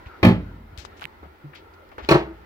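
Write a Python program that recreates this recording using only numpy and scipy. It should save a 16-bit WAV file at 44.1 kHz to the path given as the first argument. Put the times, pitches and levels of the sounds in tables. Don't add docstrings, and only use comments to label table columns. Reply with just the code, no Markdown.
import sys
import numpy as np
from scipy import signal
from scipy.fft import rfft, irfft, next_fast_len
from scipy.io import wavfile
from scipy.ndimage import uniform_filter1d

SR = 44100
rng = np.random.default_rng(int(sys.argv[2]) if len(sys.argv) > 2 else 0)


def wrap_up_sound(samples):
    columns = np.atleast_2d(samples).T
    tamed = np.clip(columns, -1, 1)
    steps = np.round(tamed * 32767).astype(np.int16)
    wavfile.write(sys.argv[1], SR, steps)


def gain_from_db(level_db):
    decades = np.asarray(level_db, float) / 20
    return 10 ** decades


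N = 108045

# frequency in Hz, likeness from 0 to 1.
DOOR_LIKENESS = [(60, 1), (250, 0.97), (700, 0.8), (2000, 0.58), (12000, 0.22)]


def evened(x):
    return x / np.sqrt(np.mean(x ** 2) + 1e-20)


def read(points, hz):
    f, value = np.transpose(points)
    return np.interp(np.log(hz + 1), np.log(f + 1), value)


def add(mix, s, sound):
    part = mix[..., round(s * SR):][..., :sound.shape[-1]]
    part += sound[..., :part.shape[-1]]


def coloured(x, gain):
    size = next_fast_len(x.shape[-1] + 2048)
    spectrum = rfft(x, size) * gain(np.fft.rfftfreq(size, 1 / SR))
    return irfft(spectrum, size)[..., :x.shape[-1]]


def resonance(hz, centre_hz, width_hz):
    return 1 / (1 + (2 * (hz - centre_hz) / width_hz) ** 2)


def slow_drift(rows, size):
    noise = uniform_filter1d(rng.standard_normal((rows, N)), size=size)
    return evened(uniform_filter1d(noise, size=size))


def panned(db, pan_db):
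    return gain_from_db(db + np.array([[pan_db / 2], [-pan_db / 2]]))


def advanced(x, lag_ms):
    return coloured(x, lambda hz: np.exp(2j * np.pi * hz * lag_ms / 1000))


def earlier(pair, lag_ms):
    return np.array([pair[0], advanced(pair[1], lag_ms)])


def hum():
    # frequency in Hz, level in dB per Hz.
    floor = [(25, 1.5), (80, -1.5), (125, -13), (250, -11), (340, -6.5), (2200, -19.5), (4500, -30.5),
             (8000, -47.5)]
    # frequency in Hz, width in Hz, lift in dB.
    bands = [(350, 99, 3.5), (895, 250, 4.5), (1362, 235, 5.5), (1900, 440, 4)]
    # frequency in Hz, likeness of the two ports from 0 to 1.
    likeness = [(60, 0.74), (240, 1), (900, 0.15), (4000, 0.13)]
    # time in seconds, level in dB.
    swells = [(0, 2), (.4, 2), (0.651, -3), (.9, 1), (1.33, -2.5), (2.45, -0.5)]
    level_db, lag_ms = -48, 0.4

    frames, hz = N // 256 + 5, np.fft.rfftfreq(2048, 1 / SR)
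    a, b, c, d, patches = rng.standard_normal((frames, len(hz), 5)).T
    patches = uniform_filter1d(patches, size=8, axis=0)
    patches = evened(uniform_filter1d(patches, size=14, axis=1))
    lift = sum(db / (1 + (2 * (hz - f) / w) ** 4) for f, w, db in bands)[:, None]
    same = np.clip(read(likeness, hz), -1, 1)[:, None]
    left = a + 1j * b
    right = same * left + np.sqrt(1 - same ** 2) * (c + 1j * d)
    colour = gain_from_db(read(floor, hz)[:, None] + lift + (1.2 + .25 * lift) * patches)
    spectrum = np.array([left, right]) * colour
    x = evened(signal.istft(spectrum, nperseg=2048, noverlap=2048 - 256)[1][:, :N])
    x = x * gain_from_db(level_db + np.interp(np.arange(N) / SR, *np.transpose(swells)))
    return earlier(x, lag_ms)


def drone():
    motor_hz, wander_hz, level_db, swing_db = 79.1, 3.2, -57.5, 2.2
    swing, wander = slow_drift(2, 3000)
    phase = 2 * np.pi * np.cumsum(motor_hz + wander_hz * wander) / SR
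    return gain_from_db(level_db + swing_db * swing) * np.sqrt(2) * np.sin(phase)


def ticks():
    # time in seconds, peak in dB, ring in Hz, pan in dB, dry snap in dB.
    taps = [(.062, -35, 2300, 4, -32), (.972, -48, 4000, -10, -25), (.976, -50, 5800, -10, -25),
            (1.049, -36, 2300, -10, -24), (1.892, -47, 4000, 6, -8), (0.777, -34, 3850, 23, -15.5),
            (.851, -26.5, 1110, 10, -19), (0.997, -37.5, 2650, -14, -9), (1.012, -37.5, 2920, -17, -2.5),
            (1.022, -23.5, 1300, 3, -26), (1.028, -36, 2400, -28, -24), (1.032, -31, 910, -10, -9),
            (1.036, -33, 2630, -1, -18), (1.042, -23, 2950, -9, -18), (1.055, -20, 2300, -15.5, -15.5),
            (1.232, -35.5, 920, -4, -30), (1.074, -53, 9000, -12, -4), (1.983, -25.5, 1340, -9, -21),
            (2.049, -36.5, 2980, 26.5, -20)]
    cycles, snap_t60_s = 1.55, .003
    out, t = np.zeros((2, N)), np.arange(400) / SR
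    for s, db, hz, pan, snap_db in taps:
        u = t * hz / cycles
        tick = np.e * 3 * u * np.exp(-3 * u) * np.sin(2 * np.pi * hz * t)
        snap = gain_from_db(snap_db - 60 * t / snap_t60_s) * rng.standard_normal((2, 400))
        add(out, s - .0005, panned(db, pan) * (tick + snap))
    return out


def stroke(length, hz, octaves, top_hz):
    rise, grit_db = 0.13, 1.5
    u = np.arange(9000) / SR / length
    grit = rng.standard_normal((3, 9000)) * gain_from_db(grit_db * np.minimum(rng.exponential(1, 9000), 4))

    def band(f):
        return np.exp(-.5 * (np.log2((f + 1) / hz) / octaves) ** 2) / (1 + (f / top_hz) ** 6)

    grit = evened(coloured(grit[:2] + grit[2], band))
    return grit * np.minimum(u / rise, 1) * np.exp(-3.5 * np.maximum(u - rise, 0) ** 1.3)


def rubs():
    # start in seconds, length in seconds, level in dB, centre in Hz, pan in dB.
    slides = [
        (0.773, 0.1, -50.5, 3200, 24.5),
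        (0.848, 0.025, -50.5, 2920, 25),
        (0.963, 0.093, -62, 2960, 18),
        (1.013, 0.037, -43.5, 1120, 17),
        (1.224, 0.085, -46, 455, 7),
        (1.912, 0.05, -45.5, 610, 5),
        (1.979, 0.069, -35.5, 626, 5.5),
        (2.017, 0.16, -44.5, 1070, 2),
        (.062, 0.048, -44.5, 830, -2),
    ]
    rustles = [
        (1.531, .04, -47, 1500, 7),
        (1.546, .08, -46, 2600, 3),
        (1.548, .018, -59, 11000, 0),
        (.778, .06, -63, 11500, 15),
        (1.735, .03, -61, 3500, 0),
    ]
    out = np.zeros((2, N))
    for s, length, db, hz, pan in slides:
        add(out, s, panned(db, pan) * stroke(length, hz, 1.23, 7540))
    for s, length, db, hz, pan in rustles:
        add(out, s, panned(db + 1.1, pan) * stroke(length, hz, 0.63, SR))
    return out


def bumps():
    # time in seconds, level in dB, frequency in Hz, swell in seconds.
    pushes = [(.728, -34.5, 81, 0.0072), (1.045, -40.5, 150, 0.0074), (1.256, -45, 166, 0.0079),
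              (2.04, -39.5, 243, 0.0055), (0.062, -28, 70.4, 0.0071), (0.778, -28.5, 66, 0.0087),
              (1.2, -40.5, 72.4, 0.04), (1.229, -36.5, 340, 0.0031), (1.434, -34, 144, 0.025),
              (1.44, -42, 305, 0.0097), (1.982, -29, 427, 0.0019), (1.978, -34.5, 67, 0.0065),
              (2.018, -31, 60, .02)]
    out, t = np.zeros((2, N)), np.arange(9000) / SR
    for s, db, hz, swell in pushes:
        envelope = (t / swell * np.exp(1 - t / swell)) ** 2
        add(out, s, -gain_from_db(db) * envelope * np.sin(2 * np.pi * hz * t))
    return out


def hand():
    return earlier(ticks() + rubs() + bumps(), 0.408)


def hinge():
    # start in seconds, length in seconds, level in dB, frequency in Hz, width in Hz.
    whines = [
        (.07, .12, -47, 1346, 290),
        (.42, .14, -57, 1420, 220),
        (.89, .05, -55, 1360, 120),
        (1.63, .07, -54, 1350, 100),
        (1.72, .12, -53, 1370, 130),
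        (1.57, .06, -54, 370, 60),
        (1.76, .1, -57, 560, 80),
        (2.24, .1, -52, 1400, 700),
    ]
    out = np.zeros((2, N))
    for s, length, db, centre_hz, width_hz in whines:
        grit = rng.standard_normal((2, 9000)) * rng.exponential(1, 9000)
        whine = evened(coloured(grit + grit[0], lambda hz: resonance(hz, centre_hz, width_hz)))
        arch = np.sin(np.pi * np.clip(np.arange(9000) / SR / length, 0, 1))
        add(out, s, gain_from_db(db - 0.7) * np.sqrt(arch.clip(0)) * whine)
    return out


def ports(one, other, lag_ms, lean_db):
    def like(hz):
        return np.clip(read(DOOR_LIKENESS, hz), 0, 1)

    shared = advanced(coloured(one, like), lag_ms)
    right = shared + coloured(other, lambda hz: np.sqrt(1 - like(hz) ** 2))
    return np.array([one * gain_from_db(lean_db / 2), right * gain_from_db(-lean_db / 2)])


def ring(modes, length, s):
    rise_s, scatter_rad, scatter_db = .0008, 1.4, 2.85
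    t = np.arange(round(length * SR)) / SR
    luck = rng.uniform(-0.93, 1, (len(modes), 2))
    out = np.zeros(len(t))
    for (u, v), (hz, db, t60) in zip(luck, modes):
        decay = gain_from_db(db + scatter_db * u - 60 * t / max(t60, .004))
        out += decay * np.sin(2 * np.pi * hz * (t + s) + scatter_rad * v)
    return np.minimum(t / rise_s, 1) * out


def cabin():
    # frequency in Hz, t60 in seconds.
    tail_t60 = [(60, 0.31), (250, 0.44), (1000, 0.28), (4000, 0.26), (12000, 0.18)]
    hz, t, z = signal.stft(rng.standard_normal((2, SR // 2)), SR, nperseg=256)
    tail = signal.istft(z * gain_from_db(-60 * t / read(tail_t60, hz)[:, None]), SR, nperseg=256)[1]
    tail = tail * np.minimum(np.arange(tail.shape[1]) / (0.0045 * SR), 1)
    return tail / np.linalg.norm(tail[0])


def door(hits, panel, colour, seated_s, catch_db, tail_db, lag_ms, lean_db):
    # frequency in Hz, level in dB, t60 in seconds.
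    steel = [(2414, 6.5, 0.0098), (4193, 7, .011), (5430, -6, 0.014), (7930, -16.5, 0.01)]
    crack_t60_s, crack_rise_s, click_t60_s, click_low_hz = .042, .0015, 0.015, 3500
    body, crack, catch, click = np.zeros((4, N))
    t = np.arange(4000) / SR
    crack_shape = np.minimum(t / crack_rise_s, 1) * gain_from_db(-60 * t / crack_t60_s)
    for s, blow_db, crack_db, click_db in hits:
        edge = coloured(rng.standard_normal(4000), lambda hz: 1 / (1 + (click_low_hz / (hz + 1)) ** 4))
        add(click, s, gain_from_db(click_db - 60 * t / click_t60_s) * evened(edge))
        add(body, s, gain_from_db(blow_db) * ring(panel, 0.33, s - hits[0][0]))
        burst = coloured(rng.standard_normal(4000), lambda hz: gain_from_db(read(colour, hz)) * (hz > 250))
        add(crack, s, gain_from_db(crack_db) * evened(burst) * crack_shape)
        add(catch, s, gain_from_db(crack_db + catch_db) * ring(steel, 4000 / SR, 0))
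    body = body * gain_from_db(-np.clip((np.arange(N) / SR - seated_s) * 400.5, 0, 11.5))
    sent = gain_from_db(tail_db) * crack + gain_from_db(-13) * body + gain_from_db(-14.5) * catch + gain_from_db(-3) * click
    wet = signal.fftconvolve(sent[None], cabin(), axes=1)[:, :N]
    near = body + crack + catch + click
    return ports(near + wet[0], np.roll(near, 150) + wet[1], lag_ms, lean_db)


def first_door():
    # time in seconds, panel blow in dB, crack in dB, click in dB.
    hits = [
        (.2295, -22, -9, -36),
        (.233, -11.5, -22, -45),
        (.2483, -7.5, -10, -25),
        (.267, -9.5, -21, -35),
        (.285, -14.5, -23, -41),
        (.303, -23.5, -34, -59.5),
        (.311, -20, -37.5, -59.5),
        (.328, -28.5, -42, -64),
    ]
    # frequency in Hz, level in dB, t60 in seconds.
    panel = [(98, 1.5, 0.084), (117.5, -5, 0.19), (178, -4, .2), (228.3, -7.5, 0.31), (298.6, -5.5, 0.089),
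             (384.6, -15, .25), (516, -11, 0.12), (656, -10.5, 0.089), (752, -17, 0.11), (808, -14.5, 0.12),
             (870.7, -11, 0.082), (1088, -18.5, 0.058), (1137, -21.5, 0.073), (1715, -15.5, .05)]
    # frequency in Hz, level in dB per Hz.
    colour = [(250, -7.5), (800, -8), (2300, -11), (4200, -22.5), (6500, -40), (9000, -59), (12000, -43),
              (16000, -50)]
    return door(hits, panel, colour, seated_s=0.329, catch_db=-14, tail_db=-2, lag_ms=-0.16, lean_db=-1)


def shudder():
    # time in seconds, level in dB, t60 in seconds, upper modes in dB.
    shuts = [
        (0.234, -27.5, 1.35, -0.5),
        (2.102, -30, 0.84, -7),
    ]
    # frequency in Hz, level in dB, wander in Hz.
    wall = [(56.3, 2, 4), (88, -2, 7.9), (150, -11.5, 10)]
    t, out = np.arange(N) / SR, np.zeros(N)
    modes = []
    for d, (hz, db, wander) in zip(slow_drift(len(wall), 2000), wall):
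        phase = 2 * np.pi * np.cumsum(hz + wander * d) / SR
        modes.append(gain_from_db(db) * np.sqrt(2) * np.sin(phase))
    low, *upper = modes
    rattle = evened(coloured(rng.standard_normal(N), lambda hz: resonance(hz, 200, 180)))
    upper = sum(upper) + gain_from_db(-6) * rattle
    for s, db, t60, upper_db in shuts:
        decay = np.clip((t - s) / 0.014, 0, 1) * gain_from_db(db - 60 * np.abs(t - s) / t60)
        out += (low + gain_from_db(upper_db) * upper) * decay
    return out


def second_door():
    # time in seconds, panel blow in dB, crack in dB, click in dB.
    hits = [
        (2.0885, -19, -12.5, -28),
        (2.1065, -30, -26, -30),
        (2.109, -17, -22, -40),
        (2.113, -16.5, -15.5, -31),
        (2.120, -17, -17.5, -43),
        (2.144, -14, -23.5, -41),
        (2.154, -16.5, -48, -55),
    ]
    # frequency in Hz, level in dB, t60 in seconds.
    panel = [(137.3, 0.5, 0.073), (212.1, -10.5, .14), (330.3, 0, 0.13), (360.3, -2, 0.13), (413, 0, 0.098),
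             (455.3, -13, 0.15), (544, -3.5, .08), (590.5, -3.5, 0.077), (638.4, -5.5, 0.1),
             (737, -15, 0.17), (821, -14.5, 0.11), (964, -6.5, .14), (1128, -14.5, .11), (1300, -5, 0.09)]
    # frequency in Hz, level in dB per Hz.
    colour = [(250, -11.5), (800, -1), (2000, -6.5), (4200, -18.5), (6500, -29.5), (9000, -42),
              (12000, -43), (16000, -36)]
    return door(hits, panel, colour, seated_s=2.166, catch_db=-2, tail_db=4, lag_ms=0.18, lean_db=0.7)


def scene():
    return hum() + drone() + hand() + hinge() + first_door() + shudder() + second_door()


def top_cut(x):
    return signal.sosfilt(signal.butter(12, 16940, fs=SR, output="sos"), x)


def record(dry):
    # frequency in Hz, level in dB.
    hiss_colour = [(4000, -16), (8000, -17), (11000, -14), (15000, -6)]
    limit_db, squeeze, recover_db_per_s = -9, 0.086, 177
    low_hz, edge_hz, hiss_db = 41.7, 15900, -72.5

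    power_db = 10 * np.log10(abs(uniform_filter1d((dry ** 2).mean(0), size=200)) + 1e-12)
    fall = np.arange(N) * recover_db_per_s / SR
    held_peak_db = np.maximum.accumulate(power_db + fall) - fall
    over_db = np.maximum(held_peak_db - limit_db, 0)
    held = dry / gain_from_db(squeeze * uniform_filter1d(over_db, size=100))

    def hiss_gain(hz):
        return gain_from_db(read(hiss_colour, hz)) * (hz > 2000) * (hz < edge_hz)

    held = held + gain_from_db(hiss_db) * evened(coloured(rng.standard_normal((2, N)), hiss_gain))
    held = coloured(held, lambda hz: hz ** 2 / (hz ** 2 + low_hz ** 2) / (1 + (hz / edge_hz) ** 120))
    return top_cut(np.clip(held, -1, 1))


dry = scene()
out = record(dry)
wrap_up_sound(out)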